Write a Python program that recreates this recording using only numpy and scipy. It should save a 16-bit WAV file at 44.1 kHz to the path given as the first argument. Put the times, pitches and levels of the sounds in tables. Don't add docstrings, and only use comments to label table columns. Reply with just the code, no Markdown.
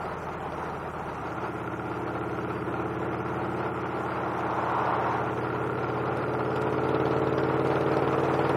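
import sys
import numpy as np
from scipy import signal
from scipy.io import wavfile
from scipy.ndimage import uniform_filter1d

SR = 44100
rng = np.random.default_rng(int(sys.argv[2]) if len(sys.argv) > 2 else 0)


def gain_from_db(level_db):
    decades = np.asarray(level_db, float) / 20
    return 10 ** decades


def put_to_file(sound):
    columns = np.atleast_2d(sound).T
    safe = np.clip(columns, -1, 1)
    whole_steps = np.round(safe * 32767)
    wavfile.write(sys.argv[1], SR, whole_steps.astype(np.int16))


N = 377496
T = np.arange(N) / SR

# time in seconds, engine cycles per second.
SPEED = [(0.0, 17.339), (1.05, 16.659), (1.25, 16.658), (1.35, 16.61), (1.45, 17.216), (1.57, 16.641),
         (1.9, 16.807), (2.7, 17.106), (3.2, 17.399), (3.7, 17.528), (4.6, 17.253), (5.5, 17.487),
         (6.4, 17.938), (7.1, 18.384), (7.7, 18.697), (8.56, 19.111)]
# time in seconds, opening from 0 (shut) to 3 (wide).
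THROTTLE = [
    (0, 0),
    (1.12, 0),
    (1.3, .8),
    (1.7, 1),
    (4.3, 1),
    (5.3, 1.8),
    (5.9, 2),
    (6.4, 2.45),
    (6.95, 3),
    (8.56, 3),
]
FIRING = [
    .11,
    .53,
]
ORDERS_HEARD = np.arange(3, 33)


def evened(x):
    return x / np.sqrt(np.mean(abs(x) ** 2) + 1e-20)


def curve(rows, index, t=T):
    rows = np.array(rows)
    return np.interp(t, rows[:, 0], rows[:, index])


def by_throttle(levels):
    return np.interp(curve(THROTTLE, index=1), np.arange(4), levels)


def resonate(x, hz, width):
    turn = np.exp(2j * np.pi * np.cumsum(hz * np.ones(N)) / SR)
    r = np.exp(-np.pi * width / SR)
    return 2 * (turn * signal.lfilter([1 - r], [1, -r], x / turn)).real


def ring(x, modes):
    return evened(sum(gain_from_db(db) * resonate(x, hz, width) for hz, width, db in modes))


def clicks(turns, places, spread_db, jitter):
    out, count = np.zeros(N), np.arange(1, int(turns[-1]))
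    for place in places:
        late, size = rng.standard_normal((len(count), 2)).T
        at = np.interp(count + place + jitter * late, turns, np.arange(N))
        out[at.astype(int)] += gain_from_db(spread_db * size)
    return out


def noise(spectrum, patchy_db, flicker_db):
    frames, hz = N // 128 + 5, np.fft.rfftfreq(512, 1 / SR)
    a, b, patches = rng.standard_normal((frames, 257, 3)).T
    patches = uniform_filter1d(patches, size=5, axis=0)
    patches = evened(uniform_filter1d(patches, size=24, axis=1))
    flicker = evened(uniform_filter1d(rng.standard_normal(frames), size=12))
    f, db = np.transpose(spectrum)
    shape_db = np.interp(np.log(hz + 1), np.log(f), db, left=-70)[:, None]
    z = (a + 1j * b) * gain_from_db(shape_db + patchy_db * patches + flicker_db * flicker)
    return evened(signal.istft(z, nperseg=512, noverlap=384)[1][:N])


def cased(x, edge_hz):
    return signal.sosfilt(signal.butter(3, edge_hz, fs=SR, output="sos"), x)


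def note_levels():
    # multiple of the cycle rate,
    # then level in dB with the throttle shut, light, medium and wide.
    pipe = np.array([(3, -62, -84.5, -84.6, -54), (4.77, -53, -53.5, -54.5, -54),
                     (7, -58.5, -41.4, -45.5, -42.5), (10.56, -53.5, -46.5, -52.5, -49.5),
                     (15.56, -67, -66, -50.5, -50.4), (18.94, -57.5, -44.5, -41, -37.5),
                     (24.75, -56.5, -43, -40.5, -45.5), (29.73, -65.1, -65.5, -52, -47)])
    echo_steps = [
        [(0.374, 0.692), (0.204, -0.82), (0.321, -0.518), (0.579, 0.818)],
        [(0.416, 0.397), (0.307, -0.245), (0.935, 0.82), (0.393, 0.192)],
        [(0.388, 0.378), (0.408, 0.39), (0.976, 0.699), (0.714, 0.497)],
        [(0.417, 1.0), (0.312, -0.585), (0.736, -0.503), (0.544, 0.242)],
    ]
    k = ORDERS_HEARD
    levels = []
    for db, echoes in zip(pipe.T[1:], echo_steps):
        beat = abs(1 + sum(size * np.exp(-2j * np.pi * k * place) for place, size in echoes))
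        colour_db = np.interp(np.log(k), np.log(pipe[:, 0]), db)
        levels.append(colour_db + 20 * np.log10(beat + 1e-3))
    return levels


def causal_lags(levels_db):
    half = np.log(gain_from_db(np.r_[[-70] * 3, levels_db, np.linspace(-50, -60, 32)]))
    return -signal.hilbert(np.r_[half, half[-2:0:-1]]).imag[3:3 + len(levels_db)]


def exhaust(turns):
    # time in seconds, level in dB.
    effort = [(0, -1), (1.1, -1.5), (1.3, -3), (2, -1.5), (2.5, 0), (3.5, 1), (3.9, -1.5), (4.8, -1.5),
              (5.3, -0.5), (6.6, -1.5), (7.2, -0.5), (8.56, -0.5)]
    # pitch in Hz, width in Hz, level in dB.
    pipe_rings = [(437, 18, 4), (375, 25, -3), (320, 18, 2.5), (265, 25, -2)]
    step = np.arange(0, N + 200, 200) / SR
    throttle, out = curve(THROTTLE, index=1, t=step), np.zeros(N)
    states = note_levels()
    lags = np.transpose([causal_lags(state) for state in states])
    for k, levels_db, rings in zip(ORDERS_HEARD, np.transpose(states), lags):
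        smear, pumping = rng.standard_normal(2)
        lag = np.interp(throttle, np.arange(4), rings) - 2 * np.pi * k * FIRING[0]
        lag = lag + smear * np.clip(np.maximum(40 / k - 2, 2 - .175 * throttle ** 2), 0, 2)
        lag = lag + 2.5 * pumping * np.clip(1 - throttle, 0, 1)
        a, b = uniform_filter1d(rng.standard_normal((len(step), 2)), size=14, axis=0).T
        waver = 1 + np.clip(.016 * (k - 5), .04, .14) * evened(a + 1j * b)
        hz = k * curve(SPEED, index=1, t=step)
        rings_db = sum(db * np.exp(-((hz - f) / width) ** 2) for f, width, db in pipe_rings)
        level_db = np.interp(throttle, np.arange(4), levels_db)
        level_db = level_db + rings_db * np.clip(throttle - .6, 0, 1)
        size = gain_from_db(level_db) * waver * np.exp(1j * lag)
        size = np.interp(T, step, size.real) + 1j * np.interp(T, step, size.imag)
        out += np.sqrt(2) * (size * np.exp(2j * np.pi * k * turns)).real
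    return out * gain_from_db(curve(effort, index=1))


def bark(turns):
    # pitch in Hz, width in Hz, level in dB.
    bark_tones = [(622, 12, 27), (758, 49, 18), (920, 53, 13), (1120, 180, -5), (1330, 230, -15.5),
                  (1960, 420, -58), (3500, 2300, -30)]
    # time in seconds, peak in dB.
    loud_cracks = [(6.1719, -39), (6.5622, -33), (6.5804, -43), (6.6176, -40), (6.621, -37), (6.889, -39.5),
                   (7.671, -36), (7.811, -39.5), (7.97, -34.5), (8.2825, -41), (8.494, -31.5)]
    front = clicks(turns, FIRING[:1], spread_db=2, jitter=.002)
    rear = clicks(turns, FIRING[1:], spread_db=3, jitter=.004)
    fronts = front + 0.38 * rear
    fronts = fronts + 0.5 * np.roll(fronts, round(0.0052 * SR))
    spray = signal.oaconvolve(fronts, np.exp(-T[:600] / .002))[:N] * rng.standard_normal(N)
    blows = ring(evened(fronts) + .45 * evened(spray), bark_tones)
    loud = np.zeros(N)
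    for s, db in loud_cracks:
        loud[round(s * SR)] = gain_from_db(db)
    puff = signal.oaconvolve(loud, np.exp(-T[:300] / .0015))[:N] * rng.standard_normal(N)
    level_db = by_throttle([-46, -47.5, -45.5, -37.5])
    return gain_from_db(level_db) * cased(blows, 5600) + 1.6 * cased(resonate(puff, 3000, 4300), 10200)


def valves(turns):
    knock_places = [
        .345,
        .77,
    ]
    # pitch in Hz, width in Hz, level in dB.
    head_tones = [(730, 34, -13), (1380, 58, 8), (1404, 26, 3), (2020, 620, -12.5)]
    first = clicks(turns, knock_places[:1], spread_db=2, jitter=.006)
    second = clicks(turns, knock_places[1:], spread_db=2, jitter=.008)
    knocks = first + 0.72 * second
    knocks = knocks + 0.18 * np.roll(knocks, round(0.001573 * SR))
    level_db = by_throttle([-53.0, -44.0, -41.5, -44])
    return gain_from_db(level_db) * cased(ring(knocks, head_tones), 2550)


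def crackle(turns):
    # level in dB, from throttle shut to wide.
    crackle_levels = [
        -70,
        -68,
        -61,
        -50.5,
    ]
    late_s, length_s, echo_s = .0008, .004, .0065
    first = clicks(turns, FIRING[:1], spread_db=1.5, jitter=.003)
    second = clicks(turns, FIRING[1:], spread_db=2, jitter=.006)
    blows = first + .35 * second
    blows = blows + .4 * np.roll(blows, round(echo_s * SR))
    burst = np.sin(np.pi * np.clip((T[:600] - late_s) / length_s, 0, 1))
    spits = rng.standard_normal(N) * gain_from_db(2 * rng.standard_normal(N // 30 + 1).repeat(30)[:N])
    gas = resonate(signal.oaconvolve(blows, burst)[:N] * spits, 2200, 3500)
    return gain_from_db(by_throttle(crackle_levels)) * evened(cased(gas, 4300))


def air(turns):
    # pitch in Hz, level in dB per Hz.
    roar_colour = [(40, -53), (130, -12), (250, -15), (380, -1.5), (560, -8.5), (800, -2), (1080, -7),
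                   (1350, -5), (1520, -14), (1750, -16.5), (2500, -22), (3500, -33.5), (5000, -32),
                   (7000, -88)]
    # pitch in Hz, level in dB per Hz.
    hiss_colour = [(2500, -35), (4000, -10.5), (5800, 14), (7000, 10.5), (9000, 4.5), (11000, 1.5),
                   (13000, -4), (15600, -4)]
    # pitch in Hz, level in dB.
    whine_tones = [(9002, -93), (10000, -95), (10999, -92), (12000, -94), (13000, -97), (14000, -98),
                   (15000, -98)]
    speed = curve(SPEED, index=1)
    throb = 1 + .02 * curve(THROTTLE, index=1) ** 2 * np.cos(2 * np.pi * (turns - .4))
    roar_db = -34 + 3 * (speed - 17.5)
    roar = gain_from_db(roar_db) * throb * noise(roar_colour, patchy_db=0.5, flicker_db=1.28)
    hiss_db = -61.5 + 4.5 * np.maximum(speed - 18.1, 0)
    hiss = gain_from_db(hiss_db) * noise(hiss_colour, patchy_db=1, flicker_db=1)
    whine = sum(gain_from_db(db + 2.5) * np.sin(2 * np.pi * hz * T) for hz, db in whine_tones)
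    return roar + hiss + whine


def lorry():
    cab_s, tail_s = 4.78, 5.15
    wash = noise([(100, -25), (600, -5), (1000, -4), (1380, 0), (1650, -9), (3000, -24),
                  (6000, -35), (16000, -65)], patchy_db=.5, flicker_db=.3)
    hz = 850 - 40 * np.tanh((T - (cab_s + tail_s) / 2) / .7)
    band = resonate(resonate(wash, hz, 480), hz, 700)
    ahead, past = np.maximum(cab_s - T, 0), np.maximum(T - tail_s, 0)
    level_db = -27.8 - 15 * (ahead + 2 * np.maximum(ahead - .7, 0))
    level_db = level_db - 8 * np.minimum(past / .16, 1) - 25 * past
    return gain_from_db(level_db) * evened(evened(band) + 0.81 * wash)


def thinned(x):
    # pitch in Hz, dB against its usual level.
    survival_bar = [(2800, -25), (3600, -1), (4400, 7), (5700, 5), (6700, 9), (8500, 5), (10500, -2),
                    (12500, -7), (16000, -10)]
    starved_times = [.15, .36, 2.05, 2.22, 2.84, 2.97, 3.075, 3.17, 3.245, 3.84, 4.74, 4.93, 4.98, 6.79,
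                     7.22, 7.32, 7.56]
    hz, t, z = signal.stft(x, SR, window="cosine", nperseg=1536, noverlap=768)
    level_db = 20 * np.log10(abs(z) + 1e-9)
    loud_db = 10 * np.log10((abs(z) ** 2).sum(0) + 1e-9)
    f, db = np.transpose(survival_bar)
    bar_db = np.median(level_db, 1) + np.interp(hz, f, db, left=-90)
    bar_db = bar_db[:, None] + .55 * (loud_db - np.median(loud_db))
    band = (np.log(hz + 1) * 12).astype(int)
    wobble_db = 5 * rng.standard_normal((len(t), band.max() + 1)).T[band]
    starved = (abs(t - np.array(starved_times)[:, None]) < .009).any(0)
    starved_db = 25 * starved * (hz > 4300)[:, None]
    keep = level_db > bar_db + wobble_db + starved_db
    return signal.istft(z * keep, SR, window="cosine", nperseg=1536, noverlap=768)[1][:N]


def scene():
    sag = 1.8 * np.exp(-((T - 1.21) / .045) ** 2)
    turns = (np.cumsum(curve(SPEED, index=1) - sag) + sag.sum()) / SR
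    engine = exhaust(turns) + bark(turns) + valves(turns) + crackle(turns)
    return -(engine + air(turns) + lorry())[None]


def roll_off(x):
    return signal.sosfilt(signal.butter(12, 15710, fs=SR, output="sos"), x)


def record(dry):
    ceiling = .26
    rounded = np.tanh(dry[0] / ceiling) * ceiling
    return roll_off(thinned(rounded)[None])


dry = scene()
out = record(dry)
put_to_file(out)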